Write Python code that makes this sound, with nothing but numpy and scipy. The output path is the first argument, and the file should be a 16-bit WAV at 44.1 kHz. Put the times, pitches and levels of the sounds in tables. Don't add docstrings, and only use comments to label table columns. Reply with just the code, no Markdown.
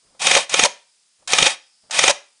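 import sys
import numpy as np
from scipy import signal
from scipy.fft import rfft, irfft
from scipy.io import wavfile

SR = 44100
rng = np.random.default_rng(int(sys.argv[2]) if len(sys.argv) > 2 else 0)


def generate_wav(signal):
    frames = np.transpose(np.atleast_2d(signal))
    scaled = np.clip(frames, -1, 1) * 32767
    pcm = np.round(scaled).astype(np.int16)
    wavfile.write(sys.argv[1], SR, pcm)


N = 105840
TOP_HZ = 10100

# (time [s], relative level [dB])
SNAPS = [(0.2695, 2), (0.3136, -0.5), (0.3507, -0.5), (0.5415, -0.5), (0.594, 1.5), (0.6357, 0),
         (1.3339, -0.5), (1.3855, 0.5), (1.4263, 0.5), (1.4643, -3), (1.4678, -1.5), (1.991, 1),
         (2.0392, 0), (2.0799, 1.5)]


def amp(db):
    return 10 ** (np.asarray(db) / 20)


def unit(x):
    return x / np.sqrt(np.mean(x ** 2) + 1e-20)


def along(points, hz):
    freqs, values = np.transpose(points)
    return np.interp(np.log(hz + 1), np.log(freqs + 1), values)


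def coloured(x, spectrum):
    hz = np.fft.rfftfreq(len(x), 1 / SR)
    return unit(irfft(rfft(x) * amp(along(spectrum, hz)) * (hz < TOP_HZ), len(x)))


def noise(spectrum, size=8192):
    return coloured(rng.standard_normal(size), spectrum)


def add(track, s, sound):
    part = track[max(0, round(s * SR)):][:len(sound)]
    part += sound[:len(part)]


def bumps(events, spectrum, rise_s, t60_s, size=8192):
    out, t = np.zeros(N), np.arange(size) / SR
    envelope = (1 - np.exp(-t / rise_s)) * amp(-60 * t / t60_s)
    envelope /= envelope.max()
    envelope_rms = np.sqrt(np.mean(envelope ** 2))
    for s, db in events:
        add(out, s, amp(db) * envelope_rms * unit(envelope * noise(spectrum, size)))
    return out


def rubs(events, spectrum, size=16384):
    out = np.zeros(N)
    for s, length_s, db in events:
        fade = signal.windows.tukey(min(int(length_s * SR), size), .5)
        add(out, s, amp(db) * fade * noise(spectrum, size)[:len(fade)])
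    return out


def hiss():
    # (frequency [Hz], relative level [dB])
    bed_spectrum = [(30, -31), (100, -26.5), (170, -7.5), (300, -13), (1000, -9), (2500, -4.5), (4300, -1),
                    (5900, -1), (8000, 0.5), (10000, 0)]
    band_spectrum = [(4000, -29.5), (4750, -2), (5100, -1.5), (5400, -5), (6200, -29)]
    # (time [s], level [dB])
    band_drift = [(0, -69), (.9, -68), (1.2, -74.5), (1.6, -61.5), (1.85, -65.5), (2.4, -70)]
    band_db = np.interp(np.arange(N) / SR, *np.transpose(band_drift))
    return amp(-62.5) * noise(bed_spectrum, N) + amp(band_db) * noise(band_spectrum, N)


def room(x, predelay_s=.006):
    # (frequency [Hz], t60 [s])
    decay = [(170, 0.21), (290, 0.41), (420, 0.25), (800, 0.32), (1400, 0.33), (3700, 0.32), (9000, .25)]
    hz, t, bands = signal.stft(rng.standard_normal(SR // 2), SR, nperseg=256)
    tail = signal.istft(bands * amp(-60 * t / along(decay, hz)[:, None]), SR, nperseg=256)[1]
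    out = np.zeros(N)
    add(out, predelay_s, signal.fftconvolve(x, tail / np.linalg.norm(tail)))
    return out


def handling():
    # (time [s], level [dB])
    jolts = [(.25, -43), (.31, -44), (.515, -47), (.588, -36), (.624, -30.5), (1.328, -45.5), (1.395, -33),
             (1.42, -28.5), (2.03, -44.5), (2.077, -35.5)]
    # (time [s], length [s], level [dB])
    shifts = [(0, 0.24, -66.5), (1.17, 0.15, -68), (1.82, 0.093, -66.5)]
    # (frequency [Hz], relative level [dB])
    jolt_spectrum = [(20, -8), (60, -9.5), (120, -8), (180, 0.5), (300, -8), (700, -40.5)]
    grip_spectrum = [(30, -5.5), (180, -3), (500, -4), (1200, -7), (4000, -31)]
    return bumps(jolts, jolt_spectrum, rise_s=.004, t60_s=.069) + rubs(shifts, grip_spectrum)


def trigger():
    # (time [s], level [dB])
    ticks = [(.1955, -38), (.2165, -21.5), (.4935, -25), (1.2748, -24), (1.3195, -22), (1.9085, -23.5)]
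    # (time [s], length [s], level [dB])
    scrapes = [(0.365, 0.016, -15), (.645, 0.02, -14), (2.092, 0.025, -15.5)]
    # (time [s], level [dB])
    knocks = [(.148, -54), (.162, -61.5), (.3645, -11.5), (.375, -17), (.6465, -18.5), (.653, -14.5),
              (1.222, -57), (1.838, -64.5), (1.897, -43.5), (2.0945, -13), (2.102, -16.5)]
    # (frequency [Hz], relative level [dB])
    tick_spectrum = [(100, -23.5), (350, -23.5), (700, -2), (2200, -0.5), (6000, 4.5), (10000, -3)]
    scrape_spectrum = [(200, -19.5), (1200, -13), (2400, -2.5), (3700, -2), (4800, -1), (6000, -0.5),
                       (8000, -6.5), (10000, -7)]
    knock_spectrum = [(60, -46), (250, -24), (420, -18), (500, -2.5), (590, 2.5), (690, -8), (820, -0.5),
                      (1000, -7), (1400, -13), (3000, -21.5), (10000, -29.5)]
    return (bumps(ticks, tick_spectrum, rise_s=.0022, t60_s=.05)
            + rubs(scrapes, scrape_spectrum)
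            + bumps(knocks, knock_spectrum, rise_s=.0015, t60_s=.06))


def case_ring(teeth, pairs=2, t60_s=.057, size=4096):
    responses = rng.standard_normal((pairs, size)) * amp(-60 * np.arange(size) / SR / t60_s)
    on_pair = rng.integers(pairs, size=N) == np.arange(pairs)[:, None]
    return signal.fftconvolve(teeth * on_pair, responses, axes=1)[:, :N].sum(axis=0)


def tooth_clicks(speed, full_speed_hz=1100, jitter_s=.0003, scatter_db=2.5):
    teeth_passed = np.cumsum(np.maximum(speed, .5)) * full_speed_hz / SR
    at = np.searchsorted(teeth_passed, np.arange(1, int(teeth_passed[-1])))
    timing, force, polarity = rng.standard_normal((N // 10, 3))[:len(at)].T
    at = np.clip(at + jitter_s * SR * timing, 0, N - 1).astype(int)
    return np.bincount(at, amp(scatter_db * force) * np.sign(polarity), N)


def gears(spin_up_s=.036, loudness_power=.96, strain_db=3.5, strain_s=.008, friction_db=-9.5):
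    # (motor on [s], motor off [s], coasting time [s], level before strain [dB])
    pulls = [(0.192, .375, .082, -19), (.494, 0.656, .022, -21), (1.275, 1.474, .085, -20),
             (1.909, 2.103, .022, -19.5)]
    # (frequency [Hz], relative level [dB])
    spectrum = [(30, -41.5), (100, -30), (170, -9.5), (240, -20.5), (300, -11.5), (410, -16.5), (500, -4),
                (820, 2), (1050, -6), (1450, -4.5), (2100, 1.5), (2700, -0.5), (3400, 1), (5000, -3.5),
                (6500, -4), (8000, -4), (10000, -7.5)]
    t, speed, level = np.arange(N) / SR, np.zeros(N), np.zeros(N)
    for on, off, coast, db in pulls:
        spin_up = 1 - np.exp(-np.maximum(t - on, 0) / spin_up_s)
        run = spin_up * np.clip(1 - (t - off) / coast, 0, 1)
        speed += run
        level += amp(db) * run ** loudness_power
    strain = sum(np.exp(-np.abs(s - t) / strain_s) * (t < s) for s, _ in SNAPS)
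    clatter = coloured(case_ring(tooth_clicks(speed)), spectrum)
    friction = amp(friction_db) * noise(spectrum, N)
    return level * amp(strain_db * strain) * unit(clatter + friction)


def shell_ring(t, scatter_db=1.5, detune=.004):
    # (frequency [Hz], relative level [dB], t60 [s])
    modes = [(554.7, -18.5, 0.069), (878, -22.5, .05), (1307, -22, 0.057), (2050, -14.5, .016),
             (2353, -11, 0.0096), (2410, -16, .028), (2715, -22.5, .04), (3186, -15.5, 0.031),
             (3637, -13.5, .018), (4187, -19.5, .012), (5632, -15, 0.029), (6400, -13.5, .016),
             (6622, -13.5, 0.051)]
    hz, db, t60 = np.transpose(modes)[:, :, None]
    level_draw, pitch_draw = rng.standard_normal((2, len(modes), 1))
    envelopes = amp(db + scatter_db * level_draw - 60 * t / t60)
    return np.sum(envelopes * np.sin(2 * np.pi * hz * (1 + detune * pitch_draw) * t), axis=0)


def crack(t, t60_s=.012):
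    # (frequency [Hz], relative level [dB])
    spectrum = [(60, -41.5), (200, -19), (410, -17), (520, -1.5), (1000, -10.5), (2400, 1), (3700, -2),
                (4900, -15), (6000, -1), (7500, -14.5), (10000, -12)]
    return noise(spectrum, len(t)) * amp(-60 * t / t60_s)


def striker(ring_db=-1.5, crack_db=-6, size=16384):
    # (delay [s], relative level [dB])
    arrivals = [(0, 0.5), (.0025, 0), (.0042, -10)]
    hum_hz, hum_db, hum_t60_s = 167, -46, .16
    hits, hum, t = np.zeros(N), np.zeros(N), np.arange(size) / SR
    for s, db in SNAPS:
        ring = amp(ring_db) * shell_ring(t)
        for delay, arrival_db in arrivals:
            add(hits, s + delay, amp(db + arrival_db) * (ring + amp(crack_db) * crack(t)))
        add(hum, s, amp(db + hum_db - 60 * t / hum_t60_s) * np.sin(2 * np.pi * hum_hz * t))
    low_cut = signal.butter(2, 390, 'highpass', fs=SR, output='sos')
    return signal.sosfilt(low_cut, hits) + hum


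def scene():
    gun = gears() + striker() + trigger() + handling()
    return (gun + amp(-17) * room(gun) + hiss())[None]


def record(dry, ceiling=.87):
    clipped = dry / (1 + np.abs(dry / ceiling) ** 6) ** (1 / 6)
    hz = np.fft.rfftfreq(N, 1 / SR)
    return irfft(rfft(clipped) / np.sqrt(1 + (hz / TOP_HZ) ** 160), N)


dry = scene()
out = record(dry)
generate_wav(out)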